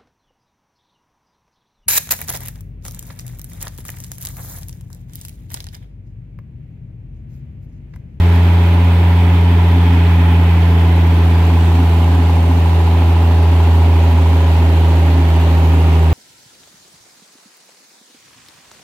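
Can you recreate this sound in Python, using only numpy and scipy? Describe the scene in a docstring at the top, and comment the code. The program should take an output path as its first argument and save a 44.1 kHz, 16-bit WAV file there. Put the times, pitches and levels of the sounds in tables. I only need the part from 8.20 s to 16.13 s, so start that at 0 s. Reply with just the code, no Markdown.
"""A large six-cylinder gas engine runs in a workshop, its speed slowly falling, as the listener walks from side to rear.
The exhaust booms as two tones at the firing rate and its octave; sines on multiples of the two-turn cycle add growl.
Clicks at set crank angles ring the block, and filtered noise that partly repeats each cycle makes it rumble.
Resonant noise flutters in a pipe near 265 Hz; fan air, intake hiss and valve ticks are noise in the treble.
A low roar of filtered noise lies under the boom."""
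import sys
import numpy as np
from scipy import signal
from scipy.io import wavfile

SR = 44100
rng = np.random.default_rng(int(sys.argv[2]) if len(sys.argv) > 2 else 0)


def unload_wav(signal):
    """Save mono or channel-first audio to the path in sys.argv[1] as 16-bit WAV at rate SR, clipped to [-1, 1]."""
    wavfile.write(
        sys.argv[1],
        SR,
        np.round(np.clip(np.atleast_2d(signal).T, -1, 1) * 32767).astype(np.int16),
    )


N = 349713
SECONDS = np.arange(N) / SR
EARS = np.array([[1], [-1]])   # sign of a left-right difference in each ear


def amp(db):
    """dB to gain."""
    return 10 ** (np.asarray(db) / 20)


def rms_one(x):
    """Scale to rms 1."""
    return x / np.sqrt(np.mean(x ** 2) + 1e-20)


def in_time(rows):
    """Columns of a curve, one value per sample."""
    s, *columns = np.transpose(rows)
    return [np.interp(SECONDS, s, c) for c in columns]


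def at_hz(points, hz):
    """Read a spectrum on a log-frequency axis."""
    table_hz, values = np.transpose(points)
    return np.interp(np.log(hz), np.log(table_hz), values)


def drift(rate_hz):
    """Random wander of rms 1: noise through two equal low-pass poles, computed at every 40th sample."""
    pole = np.exp(-80 * np.pi * rate_hz / SR)
    white = rng.standard_normal(N // 40 + 2002)
    slow = signal.lfilter([1], [1, -2 * pole, pole * pole], white)[2000:]   # skip the filter's start
    return np.interp(np.arange(N) / 40, np.arange(len(slow)), rms_one(slow))


def resonate(x, hz, width_hz):
    """A resonance applied twice: steep skirts, soft onset; the width is that of one pass."""
    r = np.exp(-np.pi * width_hz / SR)
    section = [1, 0, -1, 1, -2 * r * np.cos(2 * np.pi * hz / SR), r * r]
    return signal.sosfilt([section, section], x) * ((1 - r * r) / 2) ** 2


# The walk around the engine. 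Each row: time in seconds, share of the way from side to rear [0-1].
WALK = [(0, 0.28), (2.0, 0.1), (2.8, 0.32), (3.2, 0.72), (4.2, 0.97), (5.5, 0.9), (7.93, 1)]


def toward_rear(side_db, rear_db):
    """A level that turns from its value at the side to its value at the rear."""
    return side_db + (rear_db - side_db) * np.clip(in_time(WALK)[0], 0, 1)


def near_spot(db, spot_s, less_db, reach_s):
    """A level that belongs to one spot of the walk and falls by less_db away from it."""
    nearness = np.exp(-((SECONDS - spot_s) / reach_s) ** 2)
    return db - less_db * (1 - nearness)


# How alike the ears are. Each row: frequency in Hz, left-right likeness [held within 0-1 when read].
LIKENESS = [(60, 1.0), (130, 0.98), (290, 0.99), (640, 0.87), (1410, 0.25), (3100, 0.067), (6820, -1),
            (15000, -0.02)]
# Balance of the ears. Each row: frequency in Hz, left minus right level in dB.
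TILT = [(60, -4), (110, -3.5), (200, -1.5), (380, -0.5), (700, -2.5), (1290, -1.5), (2380, -2),
        (4400, -0.5), (8120, -2.5), (15000, -2.5)]


def spread(mid, side, hz):
    """Two ears from a shared and an opposed signal, as alike and as balanced as the tables say."""
    alike = np.clip(at_hz(LIKENESS, hz), 0, 1)
    ears = np.sqrt(1 + alike) * mid + np.sqrt(1 - alike) * side * EARS
    return ears * amp(at_hz(TILT, hz) / 2 * EARS) / np.sqrt(2)


SURGE_DB, SURGE_RATE_HZ = .8, 8.0   # each noise band briefly swells and sinks on its own
PATCHY_RATE_HZ = 2.9


def coloured(white, at_side, at_rear, edges, patchy_db):
    """Stereo noise through a band bank whose gains follow the walk and flicker; rms 1."""
    out = 0
    for k, (low, high) in enumerate(zip(edges, edges[1:])):
        band = signal.butter(2, [low, high], "band", fs=SR, output="sos")
        mid, side = signal.sosfilt(band, white[k % 2])   # neighbouring bands use separate noise
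        hz = np.sqrt(low * high)
        level_db = toward_rear(at_hz(at_side, hz), at_hz(at_rear, hz))
        flicker_db = patchy_db * drift(PATCHY_RATE_HZ) + SURGE_DB * drift(SURGE_RATE_HZ)
        out = out + amp(level_db + flicker_db) * spread(mid, side, hz)
    return rms_one(out)


def turning_noise(cycles, repeating):
    """Many small contacts: part returns every cycle and changes slowly with the walk, part is new each time."""
    steps = 3160   # noise values around one cycle
    pattern = rng.standard_normal((2, 2, 9, steps))   # one pattern for each second
    step = (cycles % 1 * steps).astype(int)
    now = SECONDS.astype(int)
    fade = SECONDS % 1 * np.pi / 2   # equal-power crossfade to the next pattern
    cyclic = pattern[:, :, now, step] * np.cos(fade) + pattern[:, :, now + 1, step] * np.sin(fade)
    fresh = rng.standard_normal((2, 2, N))
    return np.sqrt(repeating) * cyclic + np.sqrt(1 - repeating) * fresh


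# The boom between the ears. Each row: time in seconds, left minus right level in dB, left lag in samples.
BOOM_SIDE = [(0, -.1, 1.6), (3.1, -.3, 2.4), (4.4, -.1, -1.4), (5.1, -.5, -1), (6.2, -.8, 5),
             (7.93, -.7, 9)]
# The octave slips behind the firing tone along the walk.
OCTAVE_RAD, OCTAVE_RAD_PER_S = .95, -.19
OCTAVE_WAVER_DB, OCTAVE_WAVER_HZ = 0.66, 32


def exhaust(firings, tone_db, octave_db):
    """Gas pulses boom as a firing tone and its octave, reaching the ears a little apart."""
    pan_db, lag = in_time(BOOM_SIDE)
    phase = 2 * np.pi * (firings - EARS / 2 * lag * np.gradient(firings))
    octave_phase = 2 * phase + OCTAVE_RAD + OCTAVE_RAD_PER_S * SECONDS
    octave_gain = amp(octave_db + OCTAVE_WAVER_DB * drift(OCTAVE_WAVER_HZ))
    tones = amp(tone_db) * np.cos(phase) + octave_gain * np.cos(octave_phase)
    return np.sqrt(2) * tones * amp(EARS / 2 * pan_db)


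# Uneven cylinders sound multiples of the two-turn cycle. Each row: multiple of the cycle rate,
# level at its loudest spot in dB before the shared trim, time of that spot in seconds, dB less elsewhere.
CYCLE_TONES = [(14, -42, 5.2, 2.5), (15, -42, 7.0, 7), (16, -43, 2.8, 3), (18, -35, 2.2, 2.5),
               (20, -32, 7.9, 9), (21, -42, 7.2, 6), (22, -39, 2.5, 13), (24, -39, 3.0, 7),
               (25, -39, 4.2, 6), (26, -41, 7.9, 8), (27, -41, 7.9, 7), (28, -36, 5.8, 4), (29, -41, .8, 9),
               (30, -34, 7.9, 7), (32, -40, 4.0, 8), (36, -43, 7.9, 12), (40, -41, 5.8, 5),
               (42, -44, 6.5, 9), (48, -41, 3.0, 7), (53, -39, 4.2, 10), (54, -42, 7.9, 9),
               (58, -40, 7.9, 9), (59, -41, .1, 8), (61, -42, 4.2, 3), (67, -43, 1.5, 2), (69, -43, 6.5, 9),
               (71, -43, 4.8, 9), (73, -42, 7.9, 8)]
TONES_DB, TONE_REACH_S = 0.5, 2.1   # shared trim; how long the walk stays near a loud spot


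def cycle_tones(cycles):
    """Sines on multiples of the cycle rate, each wavering a little in phase and level."""
    out = 0
    for multiple, *spot in CYCLE_TONES:
        turns = multiple * cycles + rng.random((2, 1)) + 0.048 * drift(2.1)
        level_db = near_spot(*spot, TONE_REACH_S) + TONES_DB + 0.97 * drift(4.3)
        mid, side = np.sqrt(2) * amp(level_db) * np.cos(2 * np.pi * turns)
        out = out + spread(mid, side, multiple * np.gradient(cycles).mean() * SR)
    return out


def struck(clicks, hz, width_hz):
    """A unit click rings to a peak of 1; a weaker, later copy enters the ears with opposite signs."""
    unit_peak = resonate(signal.unit_impulse(2999), hz, width_hz).max()
    ring = resonate(clicks, hz, width_hz) / unit_peak
    return np.sqrt(2) * spread(ring, .5 * np.roll(ring, 12), hz)


# Knocks in the block. Each row: crank angle in degrees, push (1) or pull (-1), ring in Hz, peak at a spot
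# of the walk in dB before scatter and trim, time of that spot in seconds, dB less elsewhere [negative: more].
KNOCKS = [(20, 1, 640, -31, 7.9, 15), (40, 1, 880, -24, 2.2, 6), (75, -1, 700, -29, 7.0, 15),
          (105, 1, 900, -37, 4.4, -7), (185, -1, 880, -27, 2.6, 5), (300, -1, 900, -26.5, 4.2, 3),
          (385, -1, 900, -29, 5.0, 4), (420, 1, 640, -31, 3.5, 7), (545, 1, 880, -30, 5.0, 3),
          (660, 1, 850, -21, 4.7, 7), (685, -1, 740, -27, 7.9, 13)]
# Modes of the block. Each row: frequency in Hz, width in Hz, peak in dB against the knock.
BLOCK_MODES = [(672.4, 38, -14.5), (743.6, 35, -15.5), (788.3, 29, -18.5), (851, 50, -10.5),
               (935, 42, -21.5), (981.4, 31, -20.5)]
KNOCK_WIDTH_HZ, KNOCK_SPREAD_DB, KNOCK_REACH_S = 250, 1.7, 1.76
KNOCK_DB, KNOCK_CUT_HZ = -1, 1550   # trim and low-pass of all knocks together


def knocks(cycles):
    """Each contact comes once a cycle with scattered strength, thumps briefly and rings the block's modes."""
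    out, all_clicks = 0, 0
    for deg, sign, hz, *spot in KNOCKS:
        at = np.flatnonzero(np.diff(np.floor(cycles - deg / 720)))
        scatter_db = KNOCK_SPREAD_DB * rng.standard_normal(len(at))
        clicks = np.full(N, 1e-18)
        clicks[at] = sign * amp(near_spot(*spot, KNOCK_REACH_S)[at] + scatter_db)
        out = out + struck(clicks, hz, KNOCK_WIDTH_HZ)
        all_clicks = all_clicks + clicks
    for hz, width_hz, mode_db in BLOCK_MODES:
        out = out + amp(mode_db) * struck(all_clicks, hz, width_hz)
    low_pass = signal.butter(2, KNOCK_CUT_HZ, fs=SR, output="sos")
    return amp(KNOCK_DB) * signal.sosfilt(low_pass, out)


# Colour of the rumble from the side. Each row: frequency in Hz, relative level in dB per Hz.
RUMBLE_SIDE = [(180, -32), (300, -3), (350, -2), (372, -10), (409, -1), (475, -12), (530, -6), (620, -11),
               (794, -6.5), (863, -0.5), (1250, -18)]
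# Colour of the rumble from the rear. Each row: frequency in Hz, relative level in dB per Hz.
RUMBLE_REAR = [(180, -41), (300, -1.5), (390, -3.5), (432, -3.5), (500, -9.5), (555, -2.5), (660, -8.5),
               (757, -4), (838, -12), (955, -5), (1250, -15.5)]
RUMBLE_DB, BLOCK_REPEATS = -28.5, .3   # rms level; share of the noise power that returns every cycle


def block_rumble(cycles):
    """Small contacts shake the block: partly repeating noise, coloured by the place of the listener."""
    edges = np.geomspace(290, 1250, 15)
    noise = turning_noise(cycles, BLOCK_REPEATS)
    return amp(RUMBLE_DB) * coloured(noise, RUMBLE_SIDE, RUMBLE_REAR, edges, patchy_db=.7)


# The engine passes from the left ear's side to the right's. Each row: time in seconds, left lag in samples.
ENGINE_LAG = [(0, -3), (3.7, -4), (4.3, -8), (6.3, 1), (7.93, 4)]


def lagged(x):
    """Each ear reads the sound half the lag early or late."""
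    n = np.arange(N)
    shift = np.round(in_time(ENGINE_LAG)[0] / 2)
    return np.array([np.interp(n - shift, n, x[0]), np.interp(n + shift, n, x[1])])


# Pipe flutter. Each row: time in seconds, level in dB.
PIPE = [(0, -30.5), (2.0, -28.5), (3.6, -26.5), (5.0, -29.5), (6.6, -27.5), (7.93, -32)]
PIPE_HZ, PIPE_WIDTH_HZ = [255.7, 270], 26.4


def pipe_flutter():
    """Two close, narrow resonances turn white noise into a fluttering hum."""
    out = 0
    for hz in PIPE_HZ:
        mid, side = resonate(rng.standard_normal((2, N)), hz, PIPE_WIDTH_HZ)
        out = out + spread(mid, side, hz)
    return amp(in_time(PIPE)[0]) * rms_one(out)


# Colour of fan and intake air. Each row: frequency in Hz, relative dB per Hz at the side, same at the rear.
AIR = [(1100, 1, -2.5), (1310, -0.5, -1.5), (1610, 0.6, -2.5), (2510, 1.1, -3), (2750, -4.5, -2.5),
       (3220, -1.5, -5.5), (4300, -14, -10.5), (5220, -19, -17.5), (6700, -24.5, -18.5), (8840, -24.5, -22),
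       (10260, -30, -25), (11430, -17, -17.5), (12960, -28, -24), (15600, -21.5, -24)]
# Valve seats, as brief swells of the treble hiss. Each row: crank angle in degrees, swell in dB at the side,
# swell in dB at the rear.
TICKS = [(80, 1.5, 2), (320, 1.5, 4), (620, 5, 1.5), (680, 1.5, 4)]
TICK_DEG = 10   # crank angle from a swell's peak to 1/e of its dB
AIR_REPEATS = .2   # share of the noise power that returns every cycle
LOW_SWELL, SPLIT_HZ = .35, 9000   # hiss below the split follows this share of the swell in dB


def air(firings):
    """Fan and intake hiss; the treble throbs with the firings, swells at valve seats and crackles finely."""
    deg = firings * 120 % 720
    swell_db = .7 * np.cos(2 * np.pi * firings + 1.5) - .8
    swell_db = swell_db + .5 * drift(40) + 1.3 * drift(300)   # the fine crackle
    for at, side_db, rear_db in TICKS:
        swell_db = swell_db + toward_rear(side_db, rear_db) * np.exp(-((deg - at) / TICK_DEG) ** 2)
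    hz, side_db, rear_db = np.transpose(AIR)
    at_side, at_rear = np.transpose([hz, side_db]), np.transpose([hz, rear_db])
    noise = turning_noise(firings / 6, AIR_REPEATS)
    hiss = coloured(noise, at_side, at_rear, np.geomspace(1150, 17000, 27), patchy_db=.5)
    # each half of the split is filtered twice
    low = np.tile(signal.butter(2, SPLIT_HZ, "low", fs=SR, output="sos"), (2, 1))
    high = np.tile(signal.butter(2, SPLIT_HZ, "high", fs=SR, output="sos"), (2, 1))
    lower_hiss = signal.sosfilt(low, hiss) * amp(LOW_SWELL * swell_db)
    return lower_hiss + signal.sosfilt(high, hiss) * amp(swell_db)


AIR_DB = -30.5
# A control box comes between engine and listener and shades the air noise.
SHADE_DB, SHADE_S, SHADE_REACH_S = -1, 4.75, 1
# The treble brightens at once as the listener turns, then settles.
TURN_DB, TURN_S, TURN_FADE_S, TURN_HZ = 1.5, 3.4, .5, 6000


def heard_on_walk(hiss):
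    """Air noise dips behind the box; its treble jumps at the turn."""
    since = SECONDS - TURN_S
    jump = amp(TURN_DB * (since > 0) * np.exp(-np.abs(since) / TURN_FADE_S)) - 1
    band = signal.butter(2, [TURN_HZ, TURN_HZ * 2.2], "band", fs=SR, output="sos")
    treble = signal.sosfilt(band, hiss)
    shade_db = near_spot(SHADE_DB, SHADE_S, SHADE_DB, SHADE_REACH_S)   # 0 dB away from the box
    return (hiss + jump * treble) * amp(shade_db)


# Colour of the low roar under the boom. Each row: frequency in Hz, relative level in dB per Hz.
ROAR = [(15, -17), (25, 5), (40, 2.5), (62, 8.5), (105, 12), (125, 1.5), (200, 1.5), (300, -7), (340, -20)]
ROAR_DB = -35.5


def low_roar():
    """Flickering bands of low noise, coloured alike at side and rear."""
    white = rng.standard_normal((2, 2, N))
    return amp(ROAR_DB) * coloured(white, ROAR, ROAR, np.geomspace(16, 330, 11), patchy_db=.6)


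# Engine speed and exhaust boom. Each row: time in seconds, firings per second, firing tone in dB, octave in dB.
FIRING = [(0, 85.85, -8.9, -22.1), (0.5, 86.03, -9.6, -22.2), (1.4, 85.76, -9.5, -21.8),
          (2, 84.65, -9.5, -21.0), (2.4, 84.45, -9.6, -21.2), (3.3, 83.31, -9.8, -22.7),
          (3.8, 82.98, -10.2, -23.7), (4.3, 82.75, -10.8, -24.3), (5, 82.78, -9.8, -26.0),
          (5.6, 82.35, -8.8, -27.2), (6.1, 81.78, -9.8, -26.5), (6.8, 81.4, -9.8, -24.6),
          (7.1, 80.95, -10.4, -24.0), (7.5, 81.19, -9.6, -23.2), (7.93, 80.41, -10.0, -22.2)]
START_DEG = 89.1   # crank angle at the start


def scene():
    """Engine parts run from one crank angle: six firings, 120 degrees apart, make a cycle of two turns."""
    per_s, tone_db, octave_db = in_time(FIRING)
    firings = START_DEG / 120 + np.cumsum(per_s) / SR
    cycles = firings / 6
    boom = exhaust(firings, tone_db, octave_db)
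    body = cycle_tones(cycles) + knocks(cycles) + block_rumble(cycles)
    hiss = amp(AIR_DB) * heard_on_walk(air(firings))
    return boom + lagged(body) + pipe_flutter() + hiss + low_roar()


CUTOFF_HZ = 15700


def record(dry):
    """A steep elliptic low-pass cuts the top."""
    return signal.sosfilt(signal.ellip(14, .05, 60, CUTOFF_HZ, fs=SR, output="sos"), dry)


dry = scene()
out = record(dry)
unload_wav(out)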